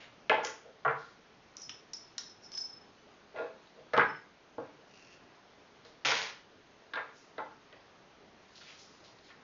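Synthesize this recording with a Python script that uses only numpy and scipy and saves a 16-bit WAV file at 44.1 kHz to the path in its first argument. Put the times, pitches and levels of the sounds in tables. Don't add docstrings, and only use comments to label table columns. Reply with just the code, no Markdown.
import sys
import numpy as np
from scipy import signal
from scipy.fft import rfft, irfft
from scipy.io import wavfile
from scipy.ndimage import uniform_filter1d

SR = 44100
rng = np.random.default_rng(int(sys.argv[2]) if len(sys.argv) > 2 else 0)


def linear_from_db(decibels):
    return 10 ** (np.asarray(decibels, float) / 20)


def master_out(mix):
    frames = np.transpose(np.atleast_2d(mix))
    ceiling = np.clip(frames, -1, 1)
    pcm = np.round(ceiling * 32767).astype(np.int16)
    wavfile.write(sys.argv[1], SR, pcm)


N = 415863

# [dB, relative]
TABLE_MODES = [(140.0, -55.5), (306.8, -54.5), (457.6, -49), (532.9, -54), (570.6, -58), (640.6, -51),
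               (872.1, -42.5), (931.3, -55.5), (1023, -50), (1141, -51), (1324, -56.5), (1405, -43.5),
               (1507, -53.5), (1540, -52), (1610, -45), (1755, -47.5), (1803, -50), (1895, -54),
               (1960, -53.5), (2040, -44), (2073, -47), (2180, -64), (2250, -74.5), (2369, -56.5),
               (2492, -69), (2579, -50.5)]
FLEX_TOP_HZ, THUD_TOP_HZ = 400, 750
THUD_MODES = [(hz, 10 + 0.073 * hz, db) for hz, db in TABLE_MODES if FLEX_TOP_HZ <= hz < THUD_TOP_HZ]
KNOCK_MODES = [(hz, 15 + 0.041 * hz, db) for hz, db in TABLE_MODES if hz >= THUD_TOP_HZ]


def evened(x):
    return x / np.sqrt(np.mean(x ** 2) + 1e-20)


def peaked(x):
    return .5 * x / np.sqrt(uniform_filter1d(x ** 2, 220).max() + 1e-20)


def add(mix, start_s, sound):
    part = mix[round(start_s * SR):][:len(sound)]
    part += sound[:len(part)]


def softened(x, hz):
    return signal.sosfilt(signal.butter(3, hz, fs=SR, output="sos"), x)


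def above(x, hz):
    return signal.sosfilt(signal.butter(4, hz, "high", fs=SR, output="sos"), x)


def read(points, hz):
    point_hz, value = np.transpose(points)
    return np.interp(np.log(hz + 1), np.log(point_hz + 1), value)


def colour(points):
    half_db = np.maximum(read(points, np.fft.rfftfreq(4096, 1 / SR)), -100)
    half = np.log(linear_from_db(half_db))
    log_gain = np.concatenate([half, half[-2:0:-1]])
    spectrum = np.exp(np.conj(signal.hilbert(log_gain)))
    return np.fft.ifft(spectrum).real[:2048]


def ring(modes, spread_db=0, count=6000):
    hz, width_hz, db = np.transpose(modes)[:, :, None]
    t = np.arange(count) / SR
    sign = (-1.) ** np.arange(len(hz))[:, None]
    spot = linear_from_db(spread_db * rng.standard_normal(hz.shape)) * sign
    decay = np.exp(-np.pi * width_hz * t)
    return (spot * linear_from_db(db) * width_hz * decay * np.sin(2 * np.pi * hz * t)).sum(0)


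def crack(hz):
    narrow = peaked(np.diff(ring([(hz, .12 * hz, 0)], count=400)))
    wide = peaked(np.diff(ring([(hz, .7 * hz, 0)], count=400)))
    return softened(narrow + .7 * wide, 1.25 * hz)


def clatter(hz, t60_s):
    t = np.arange(5000) / SR
    hash_noise = rng.standard_normal(5000) * linear_from_db(-60 * t / t60_s)
    band = above(hash_noise, .6 * hz)
    return softened(softened(band, 1.45 * hz), 1.45 * hz)


def contact(seconds):
    t = np.arange(1500) / SR
    touch = rng.standard_normal(1500) * np.exp(-t / seconds)
    touch /= np.linalg.norm(touch)
    touch[0] += .5
    spectrum = rfft(touch)
    flat = irfft(spectrum / abs(spectrum))
    return flat * np.exp(-t / (3 * seconds))


def struck(response, seconds):
    return peaked(signal.oaconvolve(contact(seconds), response))


def grains(count, per_s, spread_db):
    chance, size = rng.random(count), rng.exponential(1, count)
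    click = rng.standard_normal(count) * (chance < per_s / SR)
    return click * linear_from_db(spread_db * np.minimum(size, 4))


def stroke(rise_s, fall_s, hold_s=0, bend=1.5):
    depth_db = 22
    t = np.arange(0, rise_s + hold_s + fall_s, 1 / SR)
    away = np.maximum(np.maximum(1 - t / rise_s, (t - rise_s - hold_s) / fall_s), 0)
    return -depth_db * away ** bend


def through(x, response):
    out = signal.oaconvolve(x, response)[:len(x)]
    return out / np.sqrt(np.mean(out ** 2) + 1e-20)


def knocks():
    # start_s [s], knock_db [dB], thud_db [dB], crack_db [dB], part_hz (ring of the part) [Hz]
    part_blows = [(0.296, -12, -17, -17, 2200), (0.314, -11.5, -21.5, -46, 877),
                  (0.328, -25, -43, -32, 2300), (0.344, -25, -25, -29, 859), (0.369, -27, -31, -45, 875),
                  (0.448, -33, -31, -31, 2300), (0.47, -30.5, -50, -38, 1950), (0.849, -17, -33, -40, 1100),
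                  (0.86, -16, -27, -48, 1100), (0.877, -16, -25, -52, 1300), (0.894, -22, -32, -52, 1500),
                  (0.909, -27, -40, -46, 1120), (3.347, -50, -38, -70, 800), (3.362, -45, -44, -50, 2700),
                  (3.934, -20, -21, -42, 1250), (3.944, -21.5, -24, -45, 1520),
                  (3.966, -18, -23, -30, 1290), (3.977, -10, -18, -21, 1100), (3.993, -9, -44, -31, 1496),
                  (4.01, -16, -29, -35, 1600), (4.581, -31, -29, -56.5, 826), (4.6, -39, -53, -61, 813),
                  (5.849, -51, -47, -63, 1440), (6.049, -22, -52, -29, 2750), (6.054, -26, -51, -24, 3220),
                  (6.084, -23, -34, -23, 2830), (6.119, -19, -31, -32, 1600), (6.104, -24, -40, -34, 1900),
                  (6.935, -28, -44, -50, 1440), (6.956, -28, -40, -50, 1360), (6.971, -25, -35, -54, 1440),
                  (6.991, -32, -40, -55.5, 1430), (7.38, -33.5, -33, -52, 1300),
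                  (7.386, -29, -49, -53, 1300), (7.401, -29, -48, -56.5, 903), (7.727, -49, -47, -46, 1900),
                  (8.612, -48.5, -71, -58, 1780), (9.302, -46, -71, -57, 1800)]
    # start_s [s], level_db [dB], centre_hz [Hz]
    bright_ticks = [(0.449, -25, 5840), (0.47, -30, 5700), (3.672, -51.5, 4010), (3.935, -36, 4100),
                    (5.85, -49, 4600), (6.936, -33, 3800), (6.956, -34, 3700), (7.381, -41, 3800),
                    (8.788, -53, 5000), (9.04, -55, 5140), (9.187, -53, 4250)]
    # start_s [s], second_mode_db [dB], lowest_mode_db [dB]
    top_flexes = [(0.297, -37, -48.5), (0.449, -49.5, -68), (0.86, -43, -36), (3.359, -50, -59),
                  (3.407, -43.5, -61), (3.934, -39, -40.5), (3.975, -31, -39), (4.58, -36, -46.5),
                  (6.05, -43, -47), (6.118, -48, -55), (6.934, -47, -58), (7.38, -44, -54)]
    out = np.zeros(N)
    for start_s, knock_db, thud_db, crack_db, part_hz in part_blows:
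        near = [(hz, width, db - 18.0 * np.log2(hz / part_hz) ** 2) for hz, width, db in KNOCK_MODES]
        body = peaked(ring(near, spread_db=3.5))
        body += 0.55 * peaked(ring([(part_hz, 60, 0)]))
        body[:5000] += .6 * peaked(clatter(part_hz, t60_s=.07))
        thud = above(ring(THUD_MODES, spread_db=1), 360)
        add(out, start_s, linear_from_db(knock_db) * struck(softened(body, 3000), .005))
        add(out, start_s, linear_from_db(thud_db) * struck(softened(thud, 790), .005))
        add(out, start_s, linear_from_db(crack_db) * struck(crack(3100), .0025))
    for start_s, db, hz in bright_ticks:
        add(out, start_s, linear_from_db(db) * struck(softened(crack(hz), 1.2 * hz), .003))
    lowest_hz = [hz for hz, db in TABLE_MODES if hz < FLEX_TOP_HZ]
    for start_s, *levels_db in top_flexes:
        for hz, db, width_hz in zip(lowest_hz[::-1], levels_db, (16, 9)):
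            flex = ring([(hz, width_hz, 0)], count=12000)
            add(out, start_s, linear_from_db(db) * peaked(softened(flex, 1.2 * hz)))
    return out


def tube_rings(length):
    # pitch_hz [Hz], level_db [dB], t60_s (time to sink 60 dB, before the grip's factor) [s]
    long_modes = [(5090, -18, 0.07), (5216, -7.5, 0.2), (5255, -3, 0.43)]
    # pitch_hz (before the shift) [Hz], width_hz [Hz], level_db [dB]
    short_modes = [(5150, 250, 0.5), (5520, 340, -8), (5770, 170, 16.5), (5800, 83, 5), (6020, 650, -37)]
    swell = 1 - np.exp(-np.arange(20000) / SR / 0.0033)
    damped = [(hz, 2.2 / (t60_s * length), db) for hz, db, t60_s in long_modes]
    shift = 1 + .015 * rng.standard_normal()
    upper = ring([(hz * shift, width, db) for hz, width, db in short_modes], spread_db=2)
    return swell * ring(damped, spread_db=2, count=20000), above(upper, 4600)


def clinks():
    # start_s [s], ring_db [dB],
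    # upper_ring_db [dB], crack_db [dB], crack_hz (centre) [Hz]
    tube_blows = [(1.568, -46, -33, -48, 4000), (1.617, -45, -38, -59, 3280), (1.694, -42, -35.5, -32, 3100),
                  (1.9335, -34.5, -29.5, -40, 4800), (1.9794, -57, -61, -56, 4750),
                  (2.1807, -33.5, -25, -28, 3900), (2.2957, -48.5, -50.5, -64, 4620),
                  (2.4513, -50, -56, -57, 4790), (2.5185, -42, -43, -43, 4680),
                  (2.5404, -33, -46, -44, 3360), (2.5745, -30, -32, -35, 4800),
                  (3.9362, -49, -49, -50, 3060), (3.9684, -45, -52, -45, 3320),
                  (4.0864, -49, -56, -50, 2690), (4.149, -55, -70, -56, 2690), (6.23, -47, -55, -45, 4700)]
    # start_s [s], rise_s [s], fall_s [s], ring_db [dB], upper_ring_db [dB]
    rod_scrapes = [(1.575, .055, .05, -46, -50), (2.41, .04, .04, -52, -55), (2.51, .035, .04, -42, -53),
                   (2.565, .03, .14, -39, -53)]
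    firm_grip, loose_grip, grip_eases_s = .28, .45, 1.8
    out = np.zeros(N)
    for start_s, ring_db, upper_db, crack_db, crack_hz in tube_blows:
        length = firm_grip if start_s < grip_eases_s else loose_grip
        levels_db = ring_db, upper_db, crack_db, crack_db - 12
        responses = *tube_rings(length), crack(crack_hz), clatter(1700, t60_s=.025)
        for db, response in zip(levels_db, responses):
            add(out, start_s, linear_from_db(db) * struck(response, 0.0036))
    for start_s, rise_s, fall_s, *levels_db in rod_scrapes:
        shape_db = stroke(rise_s, fall_s, bend=1.2)
        slips = evened(grains(len(shape_db), per_s=1600, spread_db=-1.0))
        for db, response in zip(levels_db, tube_rings(0.3)):
            response = response / np.linalg.norm(response)
            add(out, start_s, signal.oaconvolve(linear_from_db(db + shape_db) * slips, response))
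    return out


def spring():
    # start_s [s], rise_s [s], hold_s [s], fall_s [s], level_db [dB]
    coil_slide = (4.86, .05, .23, .07, -63)
    # [dB, relative]
    coil_modes = [(2690, 180, 9.5), (4450, 600, 0), (5770, 1300, -1), (6400, 800, -16)]
    # start_s, rise_s, burst_s (fall of the first burst), dying_s (fall of the rest) [s],
    # burst_db, chatter_db [dB]
    spring_drop = (6.048, .006, .03, .26, -28, -29.5)
    # [dB, relative]
    chatter_spectrum = [(71, -50), (120, -19), (373, -17), (443, -6), (704, -8), (822, -2), (1160, -6),
                        (2190, 0), (2560, -4.5), (2790, -2.5), (5440, -7), (6690, -12), (7290, -27.5),
                        (9480, -76), (16000, -120)]
    out = np.zeros(N)
    start_s, rise_s, hold_s, fall_s, db = coil_slide
    shape_db = stroke(rise_s, fall_s, hold_s)
    ticks = grains(len(shape_db), per_s=640, spread_db=2)
    add(out, start_s, linear_from_db(db + shape_db) * through(ticks, ring(coil_modes)))
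    start_s, rise_s, burst_s, dying_s, burst_db, db = spring_drop
    level = linear_from_db(db + stroke(rise_s, dying_s, bend=2.2))
    add(level, 0, linear_from_db(burst_db + stroke(rise_s, burst_s, bend=1.1)))
    hits = grains(len(level), per_s=3500, spread_db=3.2)
    add(out, start_s, level * through(hits, colour(chatter_spectrum)))
    return out


def drags():
    # start_s [s], rise_s [s], fall_s [s], thud_db [dB], knock_db [dB]
    part_drags = [(.375, .005, .17, -42, -40), (.635, .03, .07, -51, -70), (3.335, .045, .14, -35.5, -43),
                  (3.72, .066, .08, -55, -75), (4.62, .005, .08, -54, -55), (4.76, .04, .05, -59, -80)]
    out = np.zeros(N)
    for start_s, rise_s, fall_s, thud_db, knock_db in part_drags:
        shape_db = stroke(rise_s, fall_s, bend=1.3)
        slips = grains(len(shape_db), per_s=2500, spread_db=3.5)
        thud = softened(above(ring(THUD_MODES), 240), 1400)
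        damped = [(hz, 1.6 * width, db) for hz, width, db in KNOCK_MODES]
        knock = softened(ring(damped), 2100)
        crack_db = knock_db - 16
        for db, response in (thud_db, thud), (knock_db, knock), (crack_db, crack(3500)):
            add(out, start_s, linear_from_db(db + shape_db) * through(slips, response))
    return out


def rustles():
    # start_s [s], rise_s [s], fall_s [s], level_db [dB], rubbing speed [0-1]
    rubs = [(0.0, .005, .1, -51, .15), (.425, .025, .09, -43, .92), (.94, .05, .28, -62, .55),
            (5.843, .005, .1, -60, .5), (7.11, .07, .17, -64, .8), (8.36, .3, .75, -62, .7),
            (8.545, .012, .07, -54, .5), (8.6, .015, .1, -55, .4), (8.64, .05, .12, -54, .2),
            (8.78, .012, .1, -56, .72), (9.03, .014, .1, -59, .5), (9.22, .04, .07, -61, .55),
            (9.27, .03, .05, -59, .15)]
    out = np.zeros(N)
    r = np.exp(-np.pi * 3000 / SR)
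    for start_s, rise_s, fall_s, peak_db, speed in rubs:
        db = peak_db + stroke(rise_s, fall_s)
        crackle = grains(len(db), per_s=5000, spread_db=1.5)
        centre_hz = 1500 + 5000 * speed
        turn = np.exp(2j * np.pi * np.arange(len(db)) * centre_hz / SR)
        smooth = signal.lfilter([1], np.convolve([1, -r], [1, -r]), crackle / turn)
        rub = evened((turn * smooth).real)
        add(out, start_s, signal.windows.tukey(len(db), .15) * linear_from_db(db) * rub)
    return out


def squeak():
    # start_s [s], rise_s [s], fall_s [s], pitch_hz (mean) [Hz], level_db [dB]
    whistles = [(2.96, .016, .14, 3005, -67), (3.12, .02, .06, 3330, -70), (3.2, .045, .035, 3110, -72)]
    out = np.zeros(N)
    for start_s, rise_s, fall_s, hz, db in whistles:
        shape_db = stroke(rise_s, fall_s, bend=1.0)
        waver = evened(uniform_filter1d(rng.standard_normal((2, len(shape_db))), 500))
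        turns = np.cumsum(hz * (1 + 0.011 * waver[0])) / SR
        tone = np.sin(2 * np.pi * turns) + .7 * np.sin(2 * 2 * np.pi * turns)
        add(out, start_s, linear_from_db(db + shape_db + 3.0 * waver[1]) * tone)
    return out


def room(x):
    # [dB, relative]
    room_bands = [(120, 0.56, -1), (506, 0.34, -2), (1500, 0.39, -2), (3000, 0.43, -4), (7000, .35, -4.5)]
    taps = np.zeros((3, SR // 2))
    slots = np.arange(180, SR // 2 - 20, 20)
    at = slots + rng.integers(0, 20, (3, len(slots)))
    np.put_along_axis(taps, at, rng.choice([-1., 1.], at.shape), 1)
    hz, t, z = signal.stft(taps, SR, nperseg=256)
    t60_s = read([(f, s) for f, s, db in room_bands], hz)[:, None]
    level_db = read([(f, db) for f, s, db in room_bands], hz)[:, None]
    decayed = z * linear_from_db(level_db - 60 * t / t60_s) / np.sqrt(t60_s)
    tails = signal.istft(decayed, SR, nperseg=256)[1]
    tails = tails / np.sqrt(SR / 20 / np.log(1e6))
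    cycles = np.arange(N) * 1.7 / SR + np.arange(3)[:, None] / 3
    turns = np.sqrt(2 / 3) * np.cos(2 * np.pi * cycles)
    return signal.oaconvolve(x * turns, tails, axes=1).sum(0)[:N]


def hiss():
    # [dB per Hz, relative]
    hiss_spectrum = [(12, -42.5), (20, -18), (43, -14.5), (175, -5), (274, -4), (342, -5), (437, -2),
                     (471, -7), (574, -5.5), (791, -7), (852, -7.5), (1500, -10.5), (4030, -18),
                     (6440, -23), (7290, -39), (9480, -62), (16000, -120)]
    frames, hz = N // 256 + 5, np.fft.rfftfreq(1024, 1 / SR)
    a, b, patches = rng.standard_normal((frames, 513, 3)).T
    patches_db = evened(uniform_filter1d(uniform_filter1d(patches, 12, 0), 20, 1))
    z = (a + 1j * b) * linear_from_db(read(hiss_spectrum, hz)[:, None] + patches_db)
    noise = signal.istft(z, nperseg=1024, noverlap=768)[1][:N]
    return linear_from_db(-60) * evened(noise)


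def scene():
    work = above(knocks() + clinks() + drags() + spring() + rustles() + squeak(), 105)
    return (linear_from_db(-1.5) * work + room(work) + hiss())[None]


def band_limit(x):
    return signal.sosfilt(signal.butter(12, 7440, fs=SR, output="sos"), x)


def record(dry):
    power_db = 10 * np.log10(abs(uniform_filter1d(dry[0] ** 2, 400)) + 1e-12)
    fall_db = np.arange(N) * 26.4 / SR
    held_db = np.maximum.accumulate(power_db + fall_db) - fall_db
    over_db = np.maximum(held_db + 41.5, 0)
    ducked = dry / linear_from_db(0.097 * uniform_filter1d(over_db, 300))
    low_pass = signal.firwin(255, 7137, window=("kaiser", 7), fs=SR)
    cut = signal.oaconvolve(ducked, low_pass[None], "same")
    return band_limit(cut)


dry = scene()
out = record(dry)
master_out(out)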